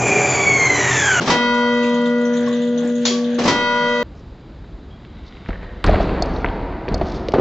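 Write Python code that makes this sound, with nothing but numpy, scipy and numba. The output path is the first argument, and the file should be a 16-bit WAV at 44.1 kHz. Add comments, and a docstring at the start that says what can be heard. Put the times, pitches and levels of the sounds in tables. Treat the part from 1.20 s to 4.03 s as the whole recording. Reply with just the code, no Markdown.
"""A lever drops, a pull wire rasps and the frame thumps over whirring gears; then a tower clock's large
bell sounds overhead. It strikes twice, its partials beating as they ring on. The microphone stands beside
the movement in a small stone room, where between blows the gear teeth tick, the train knocks and a steel
latch snaps. The camera's gain control ducks on every loud sound."""
import sys
import numpy as np
from scipy import signal
from scipy.fft import rfft, irfft, next_fast_len
from scipy.io import wavfile
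from scipy.ndimage import uniform_filter1d
from numba import njit

SR = 44100
rng = np.random.default_rng(int(sys.argv[2]) if len(sys.argv) > 2 else 0)


def unload_wav(signal):
    """Save mono or channel-first audio to the path in sys.argv[1] as 16-bit WAV at rate SR, clipped to [-1, 1]."""
    wavfile.write(
        sys.argv[1],
        SR,
        np.round(np.clip(np.atleast_2d(signal).T, -1, 1) * 32767).astype(np.int16),
    )


N = 124803

# colour of the running train (frequency [Hz], relative density [dB])
WHIRR_COLOUR = [(30, -37.5), (80, -14.5), (140, -10.5), (163, 0), (320, -12.5), (680, -11.5), (850, -19.5),
                (1300, -27), (1620, -13.5), (2300, -26.5), (3350, -17.5), (5400, -37.5), (6600, -23),
                (8000, -70.5)]
# striking gear, its last row a long, bright shimmer of the bell after each blow (time from blow [s], relative
# level [dB], rise [s], t60 [s], tilt [dB/octave])
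GEAR_BURSTS = [(-.093, -18, 0.0037, 0.42, 0), (-.042, -25, 0.0024, .3, 4), (-.025, -11, 0.003, 0.32, 0),
               (-.002, -3.5, 0.0066, 0.23, 1.96), (0.018, -8.5, 0.0041, 0.46, -0.5),
               (0.049, -31, 0.046, 1.5, -5), (0.052, -32, 0.042, 2.7, 1.5)]
# colour of the frame's knocks (frequency [Hz], relative density [dB])
FRAME_COLOUR = [(30, -28), (240, 1), (443, -4.5), (967, -9.5), (1350, -14.5), (3080, -18), (5960, -22),
                (8500, -40.5)]
# wooden frame modes (frequency [Hz], relative level [dB], t60 [s])
WOOD_MODES = [(161.8, -10.5, 0.24), (319, -19.5, 0.39), (682, -15.5, 0.22), (905, -7.5, 0.051),
              (1144, -4.5, 0.045)]
# bell partials, each with a second tone: a close, beating twin or a neighbouring partial
# (frequency [Hz], relative level [dB], t60 [s], second tone's offset [Hz], its relative level [dB],
# its lead [cycles], left over right [dB], left lead [rad])
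BELL_PARTIALS = [(239.48, -16.3, 40, .5, -30, .9, 1.3, .07), (483.27, -17.5, 14, 2, -20, .1, 1.6, .1),
                 (590.6, -25, 11, .5, -20, .8, 0, .25), (684, -40, 5, 1.6, -8, .1, 1, .1),
                 (972.9, -12, 2.3, 2.7, -14, .2, 2, .2), (1189, -28, 3.4, 20.5, -4, .1, 0, .3),
                 (1440.0, -18, 3, 1.5, -6, .6, 4, .9), (1511.3, -27, 2.5, 1.5, -14, .3, 5, .7),
                 (1964.7, -17, 2.9, 2.5, -14, .8, 0, .5), (2045.9, -29.5, 2.5, 2, -14, .3, 0, .6),
                 (2159.7, -27.5, 1.5, 5, -20, .3, 3, .1), (2544.4, -25.5, 2.1, 2.6, -10, .6, 4, 2.3),
                 (2611, -37, 2, 81, -1, .3, 0, .5), (3163.1, -22, 2.3, 3.2, -14, .7, -6, -.2),
                 (3386, -40, 2.2, 43, -2, .2, 2, .3), (3814.7, -26, 2.1, 2.1, -11, .8, -4, 2.2),
                 (4483, -30, 1.7, 5.9, -6, .9, 4, -.1), (5167.6, -33, 1.8, .9, -16, .3, -5, -2)]
# weak single bell partials (frequency [Hz], relative level [dB])
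BELL_SINGLES = [(2993.5, -37), (3924, -46.5), (4247, -43), (4576, -37.5), (5862.1, -35.5)]
# gear teeth (time [s], relative level [dB], upper ring [Hz], upper over lower ring [dB])
TOOTH_TICKS = [(.3412, -35, 6800, -3.5), (0.629, -39.5, 6700, -0.5), (0.743, -39, 6600, -1),
               (0.856, -37, 6800, -11), (1.0092, -45, 6500, -13), (1.0514, -45.5, 6050, 8.5),
               (1.1356, -43.5, 6100, 6.5), (1.168, -36.5, 6700, -1.5), (1.2626, -38.5, 5400, -5),
               (1.326, -34, 6800, -8), (1.359, -50, 6000, 5), (1.4183, -38.5, 6900, -4.5),
               (1.4747, -42, 6800, -6.5), (1.5754, -36, 6300, 0), (1.6967, -45.5, 6700, -1.5),
               (1.7525, -44.5, 6600, 5), (2.0425, -35, 6200, -16), (2.146, -39.5, 6300, -4)]
# low knocks of the train, and two bright rings of one gear tick (time [s], relative level [dB], ring [Hz])
KNOCKS_AND_RINGS = [(0.633, -31, 296), (.638, -36.5, 2354), (.63, -37, 2730), (0.859, -33.5, 170),
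                    (1.274, -32.5, 1100), (1.643, -32, 297), (1.673, -39, 420), (1.9, -30.5, 381),
                    (2.187, -26, 702)]
# colour of the latch's snap (frequency [Hz], relative density [dB])
LATCH_COLOUR = [(200, -30.5), (700, -16), (1560, -19.5), (3880, -13), (6700, -16), (8500, -45)]
# steel latch modes (frequency [Hz], relative level [dB], t60 [s], rise [s])
STEEL_MODES = [(3273, -26, .25, .003), (3318, -11, 0.24, .05), (3685, -21, 0.14, .001),
               (4165, -13, 0.17, .015), (4480, -26, .35, .002), (4581, -23, 0.3, .001),
               (5744, -20, 0.22, .015), (6220, -21, 0.1, .001), (6815, -22, 0.27, .003)]

BLOWS_S = [.1, 2.27772]  # the second blow meets the bell's hum out of step and nearly stills it
TIME = np.arange(N) / SR
SIDES = np.array([[.5], [-.5]])  # splits a value between left and right


def undb(db):
    """Gain of a dB value."""
    return 10 ** (np.asarray(db) / 20)


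def noise(colour, tilt_db=0., lo_hz=0., hi_hz=1e9):
    """Coloured stereo noise, rms 1 over all bands; left and right part ways in the treble."""
    n = next_fast_len(N)
    f = np.maximum(np.arange(n // 2 + 1) * SR / n, 1)
    hz, db = np.array(colour, float).T
    gain = undb(np.interp(np.log(f), np.log(hz), db) + tilt_db * np.log2(f / 1000))
    gain = gain / np.sqrt(2 * np.sum(gain ** 2) / n) * (f >= lo_hz) * (f < hi_hz)
    side_share = .225 / (1 + (1480 / f) ** 3)
    mid, side = rfft(rng.standard_normal((2, n))) * gain
    return irfft(np.sqrt(1 - side_share) * mid + np.sqrt(side_share) * side * np.sign(SIDES), n)[:, :N]


def band(hz, width):
    """Noise in one resonance; width as a share of its pitch."""
    return noise([(hz / (1 + 5 * width), -36), (hz / (1 + width), -6), (hz, 0),
                  (hz * (1 + width), -6), (hz * (1 + 4 * width), -36)])


def env(at, t60, rise):
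    """Quick rise, then an exponential fall; all in seconds."""
    age = np.maximum(TIME - at, 0)
    return (1 - np.exp(-age / rise)) * np.exp(-np.log(1000) * age / t60)


def wander(rate_hz):
    """Random levels, each gliding into the next; spread near 1."""
    hold = int(SR / rate_hz)
    steps = np.repeat(rng.standard_normal(N // hold + 1), hold)
    return 1.2 * uniform_filter1d(steps, hold)[:N]


def whirr():
    """The train runs close by: each octave flickers alone, the treble ones also clatter together."""
    clatter_db = 1.2 * wander(rate_hz=34)
    out = 0
    for lo_hz in 20 * 2. ** np.arange(9):
        level_db = -35.5 + 3 * wander(rate_hz=8.24) + clatter_db * (lo_hz > 1000)
        out += undb(level_db) * noise(WHIRR_COLOUR, lo_hz=lo_hz, hi_hz=2 * lo_hz)
    return out


def striking_gear():
    """Lever, wire and hammer: bursts of frame noise that also ring the woodwork beside the microphone; the
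    last, long burst is the bell's bright shimmer."""
    out, impacts = 0, np.zeros(N)
    for offset, db, rise, t60, tilt_db in GEAR_BURSTS:
        first, second = np.add(BLOWS_S, offset)
        bursts = env(first, t60, rise) + undb(1.5) * env(second, t60, rise)
        out += undb(db) * bursts * noise(FRAME_COLOUR, tilt_db)
        for at in first, second:
            impacts[int(at * SR)] += undb(db - 3)
    for hz, db, t60 in WOOD_MODES:
        pole = np.exp(2j * np.pi * hz / SR - np.log(1000) / (t60 * SR))
        out += undb(db) * signal.lfilter([1], [1, -pole], impacts).imag
    return out


def tooth_rattle(hits_per_s=9, t60=.068):
    """Loose play between the teeth sets off four faint, high rings at random."""
    out = 0
    for hz in np.linspace(5900, 7100, 4):
        hits = (rng.random(N) < hits_per_s / SR) * undb(-50 + 2 * rng.standard_normal(N))
        decays = signal.lfilter([1], [1, -1000 ** (-1 / (t60 * SR))], hits)
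        out += decays * band(hz, width=.055)
    return out


def bell(rise=.0031):
    """The bell overhead: each blow starts all partials afresh on top of what still rings."""
    blow = 0
    for hz, db, t60, offset_hz, second_db, second_lead, pan_db, left_lead in BELL_PARTIALS:
        second_tone = undb(second_db) * np.exp(2j * np.pi * (offset_hz * TIME + second_lead))
        tones = env(0, t60, rise) * (1 + second_tone) * np.exp(2j * np.pi * hz * TIME)
        at_microphone = undb(db + pan_db * SIDES) * np.exp(1j * left_lead * SIDES)
        blow += (at_microphone * tones).imag
    for hz, db in BELL_SINGLES:
        blow += undb(db) * env(0, t60=1.78, rise=rise) * np.sin(2 * np.pi * hz * TIME)
    return sum(np.pad(blow, ((0, 0), (round(at * SR), 0)))[:, :N] for at in BLOWS_S)


def floor_rumble():
    """The tower floor shudders underfoot after each blow."""
    shudder = sum(env(at, t60=2, rise=.039) for at in BLOWS_S)
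    return undb(-34) * shudder * band(hz=86, width=.31)


def tooth_ticks():
    """Gear teeth meet at close range, each tick sounding a lower and an upper ring."""
    out = 0
    for at, db, upper_hz, upper_db in TOOTH_TICKS:
        lower = env(at, t60=.26, rise=.00031) * band(hz=3530, width=.15)
        upper = env(at, t60=.16, rise=.00055) * band(upper_hz, width=.055)
        out += undb(db) * (lower + undb(upper_db) * upper)
    return out


def knocks_and_rings():
    """Low knocks of the train and two bright rings of one gear tick: each a tone plus narrow noise."""
    out = 0
    for at, db, hz in KNOCKS_AND_RINGS:
        tone = np.sin(2 * np.pi * hz * (TIME - at))
        out += undb(db) * env(at, t60=.26, rise=.0031) * (tone + band(hz, width=.086))
    return out


def latch(at=1.852):
    """A bright snap of steel nearby; its rings flutter while the loose part settles, then a rod pings."""
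    snap = undb(-16.5) * env(at, t60=.41, rise=.00072) * noise(LATCH_COLOUR)
    steel = 0
    for hz, db, t60, rise in STEEL_MODES:
        flutter_db = 2 * wander(rate_hz=75)
        cycles = hz * TIME + rng.random((2, 1)) / 4  # each side has its own phase
        steel += undb(db + flutter_db) * env(at, t60, rise) * np.sin(2 * np.pi * cycles)
    rod = undb(-28.5) * env(at=1.91, t60=.58, rise=.0067) * np.sin(2 * np.pi * 1141 * TIME)
    return snap + steel + rod


def scene():
    """Clockwork close to the microphone and a little to the left, the bell above."""
    clockwork = whirr() + striking_gear() + tooth_rattle() + floor_rumble()
    clockwork += tooth_ticks() + knocks_and_rings() + latch()
    return undb(.84 * SIDES) * clockwork + undb(2.5) * bell()


@njit
def follow(levels, attack_s, release_s):
    """Level follower with separate rise and fall times."""
    held, out = levels[0], np.empty(len(levels))
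    for i, level in enumerate(levels):
        held += (level - held) / (SR * (attack_s if level > held else release_s))
        out[i] = held
    return out


def record(dry, limit_db=-15, ratio=4.9, top_hz=7650):
    """Behind the microphone, the camera's gain control ducks loud sounds and the top is cut."""
    power = uniform_filter1d(np.mean(dry ** 2, axis=0), size=400)
    level_db = follow(10 * np.log10(power + 1e-9), attack_s=.0035, release_s=.11)
    duck_db = np.maximum(level_db - limit_db, 0) * (1 - 1 / ratio)
    lowpass = signal.ellip(8, .2, 70, top_hz, fs=SR, output="sos")
    return signal.sosfilt(lowpass, dry * undb(-duck_db))


dry = scene()
out = record(dry)
unload_wav(out)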